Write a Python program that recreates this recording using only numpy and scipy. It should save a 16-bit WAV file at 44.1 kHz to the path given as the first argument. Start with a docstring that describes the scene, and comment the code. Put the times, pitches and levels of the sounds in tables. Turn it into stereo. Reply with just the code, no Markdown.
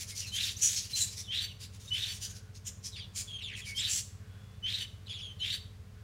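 """Budgerigars chattering

Budgerigars call close to the left microphone. Air rattling through the beak makes hissing rasps. The
voice box (syrinx) makes chirps that start as a whistle and break into a rough trill, and a soft warble
of sliding whistles and nasal notes. Nearby walls add a short echo; a slow engine throbs far away."""
import sys
import numpy as np
from scipy import signal
from scipy.fft import rfft, irfft, next_fast_len
from scipy.io import wavfile

SR = 44100
rng = np.random.default_rng(int(sys.argv[2]) if len(sys.argv) > 2 else 0)


def dump(signal):
    """Clip the signal to [-1, 1] and save it as 16-bit WAV at the path in sys.argv[1]."""
    limited = np.clip(np.atleast_2d(signal).T, -1, 1)
    pcm = np.round(limited * 32767).astype(np.int16)
    wavfile.write(sys.argv[1], SR, pcm)


N = 265923
T = np.arange(N) / SR
RASP_LEAD_S = .04  # time a rasp is given to swell before its start


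def undb(db):
    """Turn decibels (dB) into a number to multiply by."""
    return 10 ** (np.asarray(db) / 20)


def unit(x):
    """Scale a signal to an average strength (rms) of 1."""
    return x / np.sqrt(np.mean(x ** 2) + 1e-18)


def shaped(gain, size):
    """Noise of strength 1, with each frequency weighted by gain(Hz)."""
    n = next_fast_len(size)
    f = np.maximum(np.fft.rfftfreq(n, 1 / SR), 1)
    return unit(irfft(rfft(rng.standard_normal(n)) * gain(f), n)[:size])


def coloured(points, size=N):
    """Noise of strength 1 whose tone colour follows (Hz, dB) points."""
    hz, db = np.transpose(points)
    return shaped(lambda f: undb(np.interp(np.log(f), np.log(hz), db)), size)


def resonance(f, centre_hz, width_hz):
    """How strongly a hollow space rings at frequency f: 1 at its centre, less to either side."""
    return 1 / np.hypot(1, (f ** 2 - centre_hz ** 2) / (f * width_hz))


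def wander(rate_hz, size=N):
    """A random wobble of strength 1, mostly slower than the given rate."""
    return shaped(lambda f: 1 / (1 + (f / rate_hz) ** 4), size)


def phase_of(hz):
    """How far a wave with a moving pitch has turned, in radians."""
    return 2 * np.pi * np.cumsum(hz) / SR


def add(track, start, sound):
    """Mix a sound into the track at a time in seconds."""
    i = int(start * SR)
    a, b = max(i, 0), min(i + len(sound), N)
    track[a:b] += sound[a - i:b - i]


def ripple(f, depth_db, spacing_hz):
    """Random peaks and dips from bass to treble."""
    knots = np.arange(0, SR / 2, spacing_hz)
    return undb(depth_db * np.interp(f, knots, rng.standard_normal(len(knots))))


def rasp(length, beak_hz, hiss_db, width_hz=2150, attack_s=.0065, release_s=.0092):
    """A squawk with no clear pitch: a rattling jet of air makes the beak ring over a broad hiss."""
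    # Each row: frequency in Hz, relative level in dB.
    hiss_colour = [(700, -21.5), (1200, -20), (1750, -6), (2700, 0), (4500, 4), (7000, 4), (8000, -2),
                   (9800, -0.5), (12000, -8), (15500, -14.5)]
    t = np.arange(-RASP_LEAD_S, length + 2 * RASP_LEAD_S, 1 / SR)
    f = np.fft.rfftfreq(len(t), 1 / SR)
    beak = shaped(lambda f: resonance(f, beak_hz, width_hz) ** 2, len(t))
    air = beak + undb(hiss_db) * coloured(hiss_colour, len(t))
    # tongue and beak sit a little differently in every call
    air = irfft(rfft(air) * ripple(f, depth_db=3, spacing_hz=400), len(t))
    rattle = np.exp(.22 * wander(420, len(t)))
    swell = 1 / (1 + np.exp(-t / attack_s)) / (1 + np.exp((t - length) / release_s))
    return swell / swell.max() * unit(air * rattle)


def rasps(gap_s=.042, scatter_db=1):
    """Single clear squawks, and runs of soft ones at uneven gaps."""
    # Each row: start and length in seconds, level in dB, beak ring in Hz, hiss against that ring in dB.
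    squawks = [(0, 0.038, -34.5, 6000, 6), (0.087, 0.024, -39.5, 6000, -1), (0.164, 0.055, -32, 5400, -6.5),
               (0.349, 0.03, -32, 5650, 1), (0.412, 0.081, -33, 5570, 2), (0.621, 0.066, -18.5, 6350, -9.5),
               (0.685, 0.069, -29, 6200, 0), (0.761, .037, -25, 5500, -7), (0.964, .036, -24.5, 6550, -5),
               (0.996, 0.053, -24.5, 7070, -7), (1.171, 0.05, -35, 5700, -1),
               (1.607, 0.053, -41, 4400, -0.5), (2.115, 0.07, -40.5, 6000, 6),
               (2.218, .054, -33, 6160, -0.5), (2.3, 0.018, -42, 6460, -1), (2.351, 0.036, -45.5, 5040, 0),
               (2.554, 0.019, -46.5, 5270, -2), (2.667, 0.02, -34, 6500, -6.5),
               (2.846, 0.042, -34.5, 5740, -6.5), (3.16, 0.062, -30.5, 7000, -1),
               (3.568, 0.044, -42.5, 7300, 2), (3.895, 0.11, -26, 6770, -1)]
    # Each row: start and end in seconds, level in dB.
    soft_runs = [(0.019, .6, -40), (.8, 1.12, -39), (1.742, 1.87, -49.5), (1.929, 2.1, -40.5),
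                 (3.652, 3.87, -41)]
    out = np.zeros(N)
    for start, length, db, beak_hz, hiss_db in squawks:
        add(out, start - RASP_LEAD_S, undb(db) * rasp(length, beak_hz, hiss_db))
    for first, last, db in soft_runs:
        for start in np.arange(first, last, gap_s):
            late = gap_s * rng.uniform(-.5, .5)
            gain = undb(db - scatter_db * rng.standard_normal())
            add(out, start + late - RASP_LEAD_S, gain * rasp(length=.031, beak_hz=5320, hiss_db=5))
    return out


def engine(firing_hz=13.955, beat_s=4.297, throb_db=-46, tone_boost_db=2):
    """A slow engine far away: echoes smear its thuds into a throbbing hum, with a few machine tones."""
    # Each row: multiple of the firing rate, relative level in dB.
    harmonics = [(2, -26.5), (3, -32), (4, -6.5), (5, -21), (6, -3), (7, 4), (8, -3.5), (9, -9), (10, -11),
                 (11, -24), (12, -35), (13, -16), (14, -8), (17, -33), (18, -27)]
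    # Each row: pitch in Hz, level in dB before the boost.
    machine_tones = [(79.2, -61), (427, -70), (438, -76.5), (1065, -80)]
    phase = 2 * np.pi * firing_hz * (T - beat_s) + .069 * wander(2.3)
    # moving air keeps shifting the echo paths, so the throb comes and goes
    thuds = sum(undb(db) * np.cos(k * phase + (.4 if k == 7 else .8) * wander(.7))
                for k, db in harmonics)
    tones = sum(undb(db + tone_boost_db) * unit(np.sin(2 * np.pi * hz * T + .5 * wander(.67)))
                for hz, db in machine_tones)
    return undb(throb_db) * unit(thuds * np.exp(.13 * wander(26))) + tones


def sidebands(size, spread):
    """Noise that smears a tone over nearby frequencies, strongest just above the pitch."""
    # Each row: distance from the pitch in Hz (at a spread of 1), relative level in dB.
    smear = [(-2600, -31.5), (-1800, -13.5), (-1100, -0.5), (-450, 7.5), (0, 8), (302, 14), (637, 1),
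             (1302, -3.5), (2602, -7)]
    hz, db = np.transpose(smear)
    gain = undb(np.interp(np.fft.fftfreq(size, 1 / SR), spread * hz, db, left=-np.inf, right=-np.inf))
    noise = np.fft.ifft(gain * np.exp(2j * np.pi * rng.random(size)))
    return noise / np.sqrt(np.mean(np.abs(noise) ** 2))


def syrinx(pitch, rough, chaos=.99, spread=1, swing_hz=150, second_db=-25, third_db=-36):
    """The voice box whistles with weak overtones, and turns rough when its two sides beat together."""
    n = len(pitch)
    rough = np.clip(rough, 0, 1)
    quaver_hz = (22 + rough * swing_hz) * wander(145.4, n)
    pure = np.exp(1j * phase_of(pitch + quaver_hz))
    noise_share = np.clip(chaos * rough, 0, 1)
    tone = pure * (np.sqrt(1 - noise_share) + np.sqrt(noise_share) * sidebands(n, spread))
    voice = np.imag(tone * (1 + undb(second_db) * pure + undb(third_db) * pure ** 2))
    # a body this small gives off hardly any low sound
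    voice = signal.sosfilt(signal.butter(6, 1450, "highpass", fs=SR, output="sos"), voice)
    spurts = np.exp((.08 + .14 * rough) * wander(150, n))
    return unit(voice * spurts)


def slide(length, first_hz, last_hz, bend=1.3):
    """Pitch and loudness of one note: it slides fast at first, then settles."""
    progress = np.linspace(0, 1, int(length * SR))
    hz = last_hz + (first_hz - last_hz) * (1 - progress) ** bend
    return hz, signal.windows.tukey(len(hz), .5)


def whistle(length, first_hz, last_hz, rough):
    """One sliding, quavering tone from the voice box."""
    hz, swell = slide(length, first_hz, last_hz)
    return swell * syrinx(hz, rough, chaos=1.7, spread=.58, second_db=-18, third_db=-24)


def whistles(steady_rough=.022, rough_per_octave=.82):
    """Short whistles close by, and long faint calls from further off: one rises, the rest sink."""
    # The short whistles and the one rising far call.
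    # Each row: start and length in seconds, first and last pitch in Hz, level in dB.
    sliding_calls = [(0.109, 0.049, 2174, 2150, -49.5), (0.206, 0.077, 3020, 2550, -42.5),
                     (0.259, 0.062, 4300, 4000, -41), (.562, 0.022, 5650, 6540, -37.5),
                     (0.927, 0.045, 4100, 4090, -28), (1, .04, 4100, 3924, -26.5),
                     (1.227, 0.069, 3800, 3330, -48.5), (1.322, 0.023, 2600, 2390, -43),
                     (1.474, 0.063, 3300, 2770, -45.5), (1.873, 0.029, 3690, 3750, -42),
                     (2.666, 0.021, 7150, 6840, -35), (2.912, 0.087, 4030, 3380, -44),
                     (2.95, .054, 3400, 2080, -43.5), (3.267, 0.068, 3470, 3170, -40),
                     (3.324, 0.059, 3300, 3205, -35), (3.377, 0.065, 3350, 2530, -39.5),
                     (3.412, 0.079, 4000, 3120, -36), (3.462, 0.096, 3300, 2020, -38.5),
                     (3.515, 0.11, 3500, 2190, -39.5), (3.605, 0.066, 3500, 2980, -43.5),
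                     (3.655, 0.098, 2280, 2186, -39), (4.239, .4, 3300, 3470, -66),
                     (5.055, 0.098, 4050, 2260, -43), (5.091, 0.045, 3490, 3270, -35),
                     (5.118, .11, 3945, 2804, -38.5), (5.207, 0.083, 3465, 3190, -38),
                     (5.274, .06, 3250, 3060, -43)]
    # Each row: start and length in seconds, level in dB.
    sinking_far_calls = [(2.222, .34, -63), (4.169, 0.32, -63.5), (5.933, 0.16, -64)]
    out = np.zeros(N)
    for start, length, first_hz, last_hz, db in sliding_calls:
        rough = steady_rough + rough_per_octave * abs(np.log2(first_hz / last_hz))
        add(out, start, undb(db) * whistle(length, first_hz, last_hz, rough))
    for start, length, db in sinking_far_calls:
        add(out, start, undb(db) * whistle(length, first_hz=1540, last_hz=1450, rough=.19))
    return out


def chirp(attack_s, peak_s, length, first_hz, peak_hz, hiss_db=-13, opening_db=8):
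    """A whistle breaks into a rising, rough trill, briefly clears at its peak, then sags and fades."""
    # Each row: frequency in Hz, relative level in dB.
    hiss_colour = [(900, -20), (1300, -8), (1750, 5), (2800, -2), (4600, -32), (6500, -1), (9800, -5.5),
                   (11300, -23), (13500, -5.5), (15500, -27)]
    clean_s, break_s, rough_db = .034, .054, -6
    peak_width_s, peak_db, clearing = .011, 5.5, .69
    sag_hz_per_s, fade_db_per_s, release_s = 5000, 44, .039
    t = np.arange(0, length, 1 / SR)
    past_peak = np.maximum(t - peak_s, 0)
    climb = np.minimum(t / peak_s, 1) ** 1.55  # rises ever faster
    pitch = first_hz + (peak_hz - first_hz) * climb - sag_hz_per_s * past_peak
    broken = np.clip((t - clean_s) / break_s, 0, 1)
    peak = np.exp(-((t - peak_s) / peak_width_s) ** 2)
    rough = .012 + broken * (1 - clearing * peak)
    spurts_db = wander(54.3, len(t))
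    db = rough_db * broken + peak_db * peak - fade_db_per_s * past_peak + spurts_db
    # the hiss grows as the beak opens toward the end of the call
    hiss_gain = rough * undb(hiss_db + opening_db * np.linspace(-.5, .5, len(t)))
    hiss = hiss_gain * coloured(hiss_colour, len(t))
    edges = np.minimum(t / attack_s, 1) * np.minimum((length - t) / release_s, 1)
    return undb(db) * edges * (syrinx(pitch, rough) + hiss)


def chirps(closing_s=.061, closing_hz=1500, closing_lead_s=.074):
    """The loud calls, each closing on a nasal note that holds its pitch."""
    # Each row: start, fade-in, time to the peak and length in seconds, first and peak pitch in Hz,
    # level in dB, the closing note's level in dB and its throat ring in Hz.
    calls = [(.312, 0.062, 0.13, 0.22, 3042, 3687, -25, -41, 4400),
             (1.273, 0.068, .121, 0.21, 3000, 3820, -25, -35, 4260),
             (1.905, 0.015, 0.13, .245, 2947, 3680, -26.5, -37, 3960),
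             (3.743, 0.063, 0.11, .19, 3104, 3660, -25, -38, 4400),
             (4.624, 0.032, .126, .24, 2990, 3780, -27, -35, 3340),
             (5.394, 0.039, 0.12, .195, 2970, 3722, -26, -36.5, 3700)]
    out = np.zeros(N)
    for start, attack_s, peak_s, length, first_hz, peak_hz, db, closing_db, throat_hz in calls:
        add(out, start, undb(db) * chirp(attack_s, peak_s, length, first_hz, peak_hz))
        closing = nasal(closing_s, closing_hz, closing_hz, throat_hz,
                        width_hz=1700, hoarse_db=-16, quaver=.0094)
        add(out, start + length - closing_lead_s, undb(closing_db) * closing)
    return out


def nasal(length, first_hz, last_hz, throat_hz, width_hz=900, upper_db=-16, hoarse_db=-6, quaver=.018):
    """A hoarse nasal note: a stack of unsteady overtones, loudest where the throat rings."""
    hz, swell = slide(length, first_hz, last_hz)
    n = len(hz)
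    phase = phase_of(hz * (1 + quaver * wander(256, n)))
    voice = 0
    for k in range(2, 11):
        throat = resonance(k * hz, throat_hz, width_hz) ** 2
        # the throat tube also rings weakly at two and three times that frequency
        upper = sum(resonance(k * hz, m * throat_hz, width_hz) ** 2 * 2 / m for m in (2, 3))
        # the small body gives off little below about 2000 Hz
        gain = (throat + undb(upper_db) * upper) / (1 + (1900 / (k * hz)) ** 6)
        flicker = np.exp(.34 * wander(56, n))
        voice = voice + gain * flicker * np.sin(k * phase + rng.uniform(0, 2 * np.pi))
    hoarse = undb(hoarse_db) * shaped(lambda f: resonance(f, 1.04 * throat_hz, 1070) ** 4, n)
    flutter = np.exp(.21 * wander(251, n))
    return swell * unit((unit(voice) + hoarse) * flutter)


def nasal_notes(fall=.23):
    """The nasal notes of the warble, each losing the same share of its pitch."""
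    # Each row: start and length in seconds, first pitch in Hz, level in dB, throat ring in Hz.
    notes = [(2.955, 0.054, 1165, -41.5, 4530), (2.981, 0.084, 721, -42, 3360),
             (3.756, 0.054, 1565, -37, 5200), (3.764, 0.068, 1407, -34, 7320),
             (5.082, .067, 1377, -50.5, 4800), (5.176, 0.058, 1450, -52.5, 5140),
             (5.38, 0.11, 1475, -41.5, 3490)]
    out = np.zeros(N)
    for start, length, hz, db, throat_hz in notes:
        add(out, start, undb(db) * nasal(length, hz, hz * (1 - fall), throat_hz))
    return out


def bump():
    """One soft, dull thud, only a few waves long."""
    # In order: middle in seconds, pitch in Hz, level in dB, half length in seconds.
    thud = (5.825, 76, -45, .02)
    middle, hz, db, half_length = thud
    t = T - middle
    return undb(db) * np.exp(-(t / half_length) ** 2) * np.sin(2 * np.pi * hz * t)


def walls(x, decay_s=.4, gap_s=.0088):
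    """Nearby walls throw back a blur of echoes that falls by 60 dB in decay_s."""
    t = np.arange(SR // 2) / SR
    tail = rng.standard_normal(len(t)) * np.exp(-np.log(1000) * t / decay_s) * (t > gap_s)
    return signal.fftconvolve(x, tail / np.linalg.norm(tail))[:N]


def muffled(x, corner_hz=70, leak_db=-16):
    """The hum at the right microphone: it lags and loses much of its upper part."""
    return signal.sosfilt(signal.butter(1, corner_hz, fs=SR, output="sos"), x) + undb(leak_db) * x


def scene():
    """Birds, hum and a faint hiss of air. The muffled right microphone hears the birds hardly at all."""
    # Each row, in all four: frequency in Hz, relative level in dB.
    air_colour = [(290, -3), (500, 0.5), (888, -5.5), (1070, -2.5), (4640, -9.5), (5590, -11.5),
                  (7030, -13.5), (14200, -22), (15500, -23)]
    rumble_colour = [(20, -49), (35, -5), (50, -2.5), (95, 7), (140, 1.5), (200, -1.5), (300, -14),
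                     (600, -22), (2000, -65)]
    right_air_colour = [(100, -17), (400, 4), (1000, -5.5), (3000, -8.5), (8000, -22), (15000, -24)]
    right_rumble_colour = [(20, -51), (50, -12.5), (90, -1), (200, -15.5), (600, -41)]
    birds = chirps() + rasps() + nasal_notes() + whistles()
    hum = engine() + bump() + undb(-54) * coloured(rumble_colour)
    air = undb(-58 + .5 * wander(.67)) * coloured(air_colour)
    left = birds + undb(-11) * walls(birds) + hum + air
    right_birds = undb(-43) * birds + undb(-42) * walls(birds)
    right_air = undb(-73) * coloured(right_air_colour)
    right_rumble = undb(-62) * coloured(right_rumble_colour)
    right = right_birds + undb(-4) * muffled(hum) + right_air + right_rumble
    return np.array([left, right])


def record(dry, top_hz=15750):
    """The recorder cuts off the highest treble."""
    return signal.sosfilt(signal.ellip(10, .1, 80, top_hz, fs=SR, output="sos"), dry)


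dry = scene()
out = record(dry)
dump(out)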